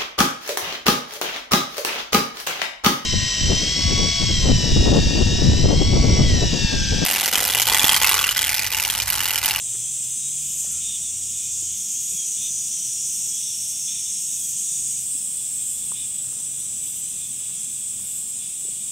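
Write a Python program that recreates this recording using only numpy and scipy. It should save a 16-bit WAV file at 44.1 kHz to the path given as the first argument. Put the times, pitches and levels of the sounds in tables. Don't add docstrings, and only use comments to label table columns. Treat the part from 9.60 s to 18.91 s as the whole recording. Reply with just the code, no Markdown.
import sys
import numpy as np
from scipy import signal
from scipy.fft import rfft, irfft, next_fast_len
from scipy.io import wavfile

SR = 44100
rng = np.random.default_rng(int(sys.argv[2]) if len(sys.argv) > 2 else 0)


def generate_wav(signal):
    frames = np.transpose(np.atleast_2d(signal))
    scaled = np.clip(frames, -1, 1) * 32767
    pcm = np.round(scaled).astype(np.int16)
    wavfile.write(sys.argv[1], SR, pcm)


N = 410571
T = np.arange(N) / SR


def gain_of(db):
    return 10 ** (np.asarray(db) / 20)


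def evened(x):
    return x / np.sqrt(np.mean(x ** 2) + 1e-20)


def follow(rows):
    s, *columns = np.transpose(rows)
    return [np.interp(T, s, column) for column in columns]


def noise():
    return rng.standard_normal(N)


def tone(hz):
    return np.sin(2 * np.pi * np.cumsum(hz) / SR)


def coloured(x, points):
    size = next_fast_len(N)
    octave = np.log2(np.fft.rfftfreq(size, 1 / SR) + 1)
    hz, db = np.transpose(points)
    outside = abs(octave - np.clip(octave, np.log2(hz[0]), np.log2(hz[-1])))
    response = gain_of(np.interp(octave, np.log2(hz), db) - 60 * outside)
    return evened(irfft(rfft(x, size) * response, size)[:N])


def wander(rate):
    return evened(np.interp(T * rate, np.arange(N), noise()))


def resonate(x, hz, width):
    turn = np.exp(2j * np.pi * np.cumsum(hz * np.ones(N)) / SR)
    r = np.exp(-np.pi * width / SR)
    lowered = x / turn + 1e-18
    return 2 * (turn * signal.lfilter([(1 - r) ** 2], [1, -2 * r, r * r], lowered)).real


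def gate(start, end, edge):
    return np.clip(np.minimum(T - start, end - T) / edge, 0, 1)


def tymbal(rate, jitter):
    turns = np.cumsum(rate * (1 + jitter * wander(150))) / SR
    return evened(np.diff(np.floor(turns), prepend=0) + 0.)


def woods(x, wet, t60, size=8192):
    t, hop = np.arange(size) / SR, size // 2
    scatter = np.zeros(N + 4 * size)
    padded = np.pad(x, (hop, size))
    window = np.sin(np.pi * np.arange(size) / size)
    for at in range(0, N + hop, hop):
        tail = rng.standard_normal(size) * gain_of(-60 * t / t60)
        tail /= np.linalg.norm(tail)
        scatter[at:at + 2 * size - 1] += signal.fftconvolve(padded[at:at + size] * window, tail)
    return (x + wet * scatter[hop:][:N]) / np.sqrt(1 + wet ** 2)


def swarm(rate, jitter, blur, wet, count):
    clicks = np.zeros(N)
    for _ in range(count):
        own_rate = rate * rng.uniform(.7, 1.3) * (1 + .01 * wander(3))
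        clicks += tymbal(own_rate, jitter) * gain_of(2 * wander(1.977))
    scattered = evened(woods(clicks - clicks.mean(), wet, t60=0.15))
    return np.sqrt(1 - blur) * scattered + np.sqrt(blur) * noise()


TURN_START_S, TURN_END_S = 5.2, 5.7


def turned():
    return np.interp(T, [TURN_START_S, TURN_END_S], [0, 1])


# f/Hz, relative level/dB [dB per Hz]
MURMUR_SPECTRUM = [(15, -36), (25, -17), (59, -7), (75, -9), (103, -8.5), (130, -1.5), (156, -2), (202, -2),
                   (243, -7), (437, -16.5), (757, -19), (996, -20), (1630, -22.5), (2000, -23), (2600, -20),
                   (4400, -120)]
# f/Hz, level/dB, bandwidth/Hz
VALLEY_HUMS = [(87.2, -64, 9), (127.2, -61, 10.5), (218, -69, 4)]
VALLEY_DB, VALLEY_TURN_DB = -54.5, 1.05


def valley(low_cut_hz=36):
    level = gain_of(VALLEY_DB + VALLEY_TURN_DB * turned() + .5 * wander(6.6))
    murmur = coloured(noise(), MURMUR_SPECTRUM) * level
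    low_cut = signal.butter(4, low_cut_hz, "highpass", fs=SR, output="sos")
    murmur = signal.sosfilt(low_cut, murmur)
    hums = sum(gain_of(db) * evened(resonate(noise(), hz, width)) for hz, db, width in VALLEY_HUMS)
    return murmur + hums


# t/s, mean firing rate f/Hz
FIRING_RATE = [(0, 55), (1.5, 88.1), (2.02, 95.4), (2.2, 78)]
ENGINE_DB = -53.5
EXHAUST_LOW_HZ, EXHAUST_HIGH_HZ, EXHAUST_DB_PER_OCTAVE = 80.4, 150.7, 58


def vehicle():
    rate = follow(FIRING_RATE)[0] * (1 + 0.007 * wander(14.7))
    out = np.zeros(N)
    for hz in (rate, 2 * rate):
        octaves_outside = abs(np.log2(hz / np.clip(hz, EXHAUST_LOW_HZ, EXHAUST_HIGH_HZ)))
        db = ENGINE_DB - EXHAUST_DB_PER_OCTAVE * octaves_outside + 0.82 * wander(15)
        out += evened(tone(hz)) * gain_of(db)
    return out * gate(FIRING_RATE[0][0], FIRING_RATE[-1][0], 0.06)


# t/s, length/s, mean f/Hz, level/dB
BIRD_NOTES = [(1.09, 0.12, 1396, -63), (3.946, 0.25, 648, -69), (8.41, 0.065, 1470, -63)]


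def birds():
    notes = np.zeros(N)
    for s, length, hz, db in BIRD_NOTES:
        note = evened(tone(hz * (1 + 0.008 * wander(60))))
        notes += gain_of(db) * gate(s, s + length, .03) * note
    return woods(notes, wet=0.56, t60=.25)


# t/s, length/s, mean level/dB
HAND_RUBS = [(0.066, 0.12, -61.5), (1.026, 0.17, -61), (6.617, 0.27, -64), (7.75, 0.31, -66.5),
             (8.36, 0.13, -63)]
# f/Hz, relative level/dB
RUB_SPECTRUM = [(150, -18), (350, 2.5), (900, -3.5), (1400, 0), (2200, -4), (4000, -35)]
# t/s, level/dB at the envelope's peak (thud apart), ring f/Hz
FINGER_TAPS = [(.145, -46, 328), (1.045, -42, 620), (2.025, -42, 306), (2.522, -45.5, 400),
               (2.541, -40, 168), (5.215, -50, 55.2), (5.55, -41, 260), (6.319, -30, 1026),
               (9.05, -39.5, 380), (9.084, -40, 428)]


def handling(ring_cycles=0.76, thud_ratio=0.59, thud_db=-9):
    out = coloured(noise(), RUB_SPECTRUM) * gain_of(4.1 * wander(70))
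    out *= sum(gain_of(db) * gate(s, s + length, 0.036) for s, length, db in HAND_RUBS)
    for s, db, hz in FINGER_TAPS:
        on = (T >= s) & (T < s + .15)
        cycles = hz * (T[on] - s)
        ring = np.sin(2 * np.pi * cycles) + gain_of(thud_db) * np.sin(2 * np.pi * thud_ratio * cycles)
        age = cycles / ring_cycles
        out[on] += gain_of(db) * age * np.exp(1 - age) * ring
    return out


# f/Hz, relative level/dB [dB per Hz]
FAR_SPECTRUM = [(1120, -63), (1900, -22.5), (2490, -6.5), (3110, -4), (3450, 1), (3600, -2.5), (4000, -7.5),
                (4400, -20), (5720, -48), (9680, -120)]
FAR_DB, FAR_TURN_DB = -46.5, -2.05


def far_singers(slide_hz=140, slides=0.51):
    song = coloured(swarm(rate=200, jitter=.015, blur=0.48, wet=0.93, count=4), FAR_SPECTRUM)
    threads = np.zeros(N)
    for hz, db in [(2650, -6.5), (2900, -4.5), (3150, -3.5), (3450, 1.0), (3520, -1)]:  # f/Hz, relative level/dB
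        pitch = hz + slide_hz * wander(12) + 38 * wander(250)
        threads += gain_of(db + 2.7 * wander(13)) * tone(pitch)
    song = evened(song + slides * evened(woods(threads, wet=0.6, t60=0.18)))
    return song * gain_of(FAR_DB + FAR_TURN_DB * turned() + 0.4 * wander(9.9))


# t/s, mean starting f/Hz, level/dB
FALLING_NOTES = [(.58, 3900, -53), (.82, 3160, -51), (2.0, 3200, -53), (2.52, 3420, -48),
                 (3.12, 3205, -50.5), (3.68, 3440, -49), (4.76, 3410, -51)]
SLUR_S, SLUR_FALL_HZ_PER_S = .14, 1500


def slurs(unsteady_hz=35):
    out = np.zeros(N)
    shake = unsteady_hz * wander(250)
    for s, hz, db in FALLING_NOTES:
        on = (T >= s) & (T < s + SLUR_S)
        t = T[on] - s
        pitch = hz - SLUR_FALL_HZ_PER_S * t + shake[on]
        out[on] += gain_of(db) * evened(np.sin(np.pi * t / SLUR_S) * tone(pitch))
    return woods(out, wet=0.74, t60=0.21)


# t/s, length/s, mean level/dB
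CLEAR_RASPS = [(1.188, .2, -40), (1.39, .12, -47), (1.72, 0.19, -47), (2.75, 0.17, -42), (3.759, 0.22, -46),
               (4.259, .16, -40.5), (4.44, .09, -45.5), (5.07, .14, -46), (5.758, .13, -47.5),
               (6.329, 0.14, -43.5), (7.2, .1, -47.5), (7.58, 0.094, -44), (8.79, .1, -45)]
# mid-bend f/Hz, bandwidth/Hz, relative level/dB
RASP_RESONANCES = [(2510, 190, -7.5), (2970, 260, -5), (3485, 360, 3)]
FAINT_RASP_DB, FAINT_RASP_S, FAINT_RASP_GAP_S = -56.5, .12, .6


def rasps(click_hz=172, sag=.25, edge=0.028, bend=0.04, ragged_db=1.7):
    faint = [(FAINT_RASP_GAP_S * (k + chance), FAINT_RASP_S, FAINT_RASP_DB)
             for k, chance in enumerate(rng.random(size=16))]
    level, arch, rate = np.zeros(N), np.zeros(N), np.full(N, float(click_hz))
    for s, length, db in [*faint, *CLEAR_RASPS]:
        level = np.maximum(level, gain_of(db) * gate(s, s + length, edge))
        on = (T >= s) & (T < s + length)
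        age = T[on] - s
        rate[on] = click_hz * rng.uniform(.9, 1.2) * (1 - sag * age)
        arch[on] = np.sin(np.pi * age / length)
    clicks = tymbal(rate, jitter=.007) + .25 * noise()
    bent = 1 + bend * (arch - .5)
    voice = evened(sum(gain_of(db) * resonate(clicks, hz * bent, width) for hz, width, db in RASP_RESONANCES))
    return woods(level * gain_of(ragged_db * wander(50)) * voice, wet=1.0, t60=0.12)


# t/s of the crest, f/Hz of the lower ring, level/dB of that ring
LISP_CRESTS = [(1.0, 11650, -40), (2.3, 11700, -47), (2.55, 11380, -42.5), (3.63, 11900, -43),
               (4.07, 11330, -43), (4.88, 11900, -42.5), (6.14, 11690, -43), (7.38, 11800, -42.5),
               (8.57, 11700, -43.5)]


def lisps(rise=0.27, fall=0.096, flick_after=0.122, flick_width=0.023, flick_db=-0.5, upper=1.23, upper_db=-4.5):
    swell, flick = np.zeros(N), np.zeros(N)
    for crest, _, db in LISP_CRESTS:
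        corners = [crest - rise, crest - .04, crest + 0.017, crest + fall]
        swell += gain_of(db) * np.interp(T, corners, [0, 1, 1, 0])
        flick += gain_of(db + flick_db) * np.exp(-((T - crest - flick_after) / flick_width) ** 2)
    hz = follow(LISP_CRESTS)[0]
    clicks = swarm(rate=450, jitter=.05, blur=0.72, wet=0.35, count=2)
    ring = evened(resonate(clicks, hz, width=1140))
    ring += gain_of(upper_db) * evened(resonate(clicks, hz * upper, width=1400))
    hiss = swell * gain_of(1.1 * wander(35)) * ring
    return hiss + flick * coloured(clicks, [(10000, -5), (11500, 5), (15500, -10)])


# start t/s, end t/s, first f/Hz, last f/Hz, level/dB before tiring,
# rms pitch unsteadiness/Hz
WHINING_SINGERS = [(-.2, 1.6, 6100, 6270, -40, 55), (1.6, 2.5, 6350, 6300, -38, 90),
                   (1.0, 3.1, 5800, 5720, -43.5, 60), (2.1, 3.85, 6740, 6930, -33, 55),
                   (2.4, 4.7, 6000, 5980, -40, 45), (2.5, 4.65, 6170, 6250, -35, 55),
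                   (2.9, 4.82, 5660, 5520, -37.5, 62), (3.9, 5.45, 6480, 6600, -36, 60),
                   (4.5, 5.47, 5940, 5950, -38, 75), (5.4, 6.3, 7520, 7460, -42, 16),
                   (6.55, 8.23, 5980, 6170, -45, 65), (6.3, 9.5, 7850, 7900, -38, 18)]


def whines(click_hz=355, throb=0.44, rise=0.28, stop=0.064, tire_db=2.5):
    out = np.zeros(N)
    for start, end, first_hz, last_hz, db, unsteady_hz in WHINING_SINGERS:
        age = np.interp(T, [start, end], [0, 1])
        hz = first_hz + (last_hz - first_hz) * age + unsteady_hz * wander(260)
        level = np.clip(np.minimum((T - start) / rise, (end - T) / stop), 0, 1)
        on = level > 0
        beat = 1 + throb * np.sin(2 * np.pi * click_hz * rng.uniform(1.0, 1.03) * T[on])
        tiring = gain_of(db - tire_db * age[on] ** 2)
        out[on] += tiring * level[on] * evened(beat * tone(hz[on]))
    return woods(out, wet=0.83, t60=0.13)


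# t/s, mean level/dB before the stop, body resonance f/Hz
GROUP_CURVE = [(0, -30.5, 7370), (1.3, -31.5, 6980), (2.0, -27.5, 6840), (3.2, -33.5, 6400),
               (5.3, -32, 6920)]
GROUP_STOP_S, GROUP_STOP_LENGTH_S, GROUP_DROP_DB = 5.54, 0.36, 19


def near_group():
    db, hz = follow(GROUP_CURVE)
    stopped = np.interp(T, [GROUP_STOP_S - GROUP_STOP_LENGTH_S, GROUP_STOP_S], [0, 1])
    clicks = swarm(rate=480, jitter=.008, blur=0.22, wet=0.56, count=4)
    ring = resonate(clicks, hz, width=1820)
    song = coloured(ring, [(4300, -8.0), (5600, -4.5), (7800, 0), (10500, -28)])
    return song * gain_of(db - GROUP_DROP_DB * stopped ** 2 + 0.2 * wander(29.7))


# f/Hz, relative level/dB [dB per Hz]
CHORUS_SPECTRUM = [(2470, -65), (4200, -29), (4540, -28.5), (5230, -20.5), (5940, -18), (6590, -15),
                   (7480, -4.5), (7600, -4), (8120, 0), (9210, -7.5), (9940, -16), (10800, -21),
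                   (13900, -28), (15600, -26.5)]
# t/s, level/dB before the gain level_db
CHORUS_SWELLS = [(0.0, -32), (0.23, -31), (2.36, -33.5), (2.77, -31.5), (4.33, -31.5), (5.56, -29.5),
                 (6.38, -31.5), (9.2, -32)]
FIZZ_DB, FIZZ_SWELL_DB, FIZZ_FROM_S, FIZZ_TO_S, FIZZ_EDGE_S = -52.5, 5.5, 1.4, 6.4, 0.92


def chorus(level_db=3.0):
    song = coloured(swarm(rate=400, jitter=.004, blur=0.34, wet=0.66, count=10), CHORUS_SPECTRUM)
    song *= gain_of(follow(CHORUS_SWELLS)[0] + level_db + 0.32 * wander(45))
    fizz_db = FIZZ_DB + FIZZ_SWELL_DB * gate(FIZZ_FROM_S, FIZZ_TO_S, FIZZ_EDGE_S)
    fizz = coloured(noise(), [(9000, -8), (10500, 4), (15500, -3)])
    return song + fizz * gain_of(fizz_db + 2.3 * wander(40))


def scene():
    surroundings = valley() + vehicle() + birds() + handling()
    insects = far_singers() + slurs() + rasps() + lisps() + whines() + near_group() + chorus()
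    mono = surroundings + insects
    return np.array([mono, mono])


EDGE_HZ = 15750


def record(dry):
    low_pass = signal.firwin(611, EDGE_HZ, window=("kaiser", 9), fs=SR)
    return signal.oaconvolve(dry, low_pass[None], "same")


dry = scene()
out = record(dry)
generate_wav(out)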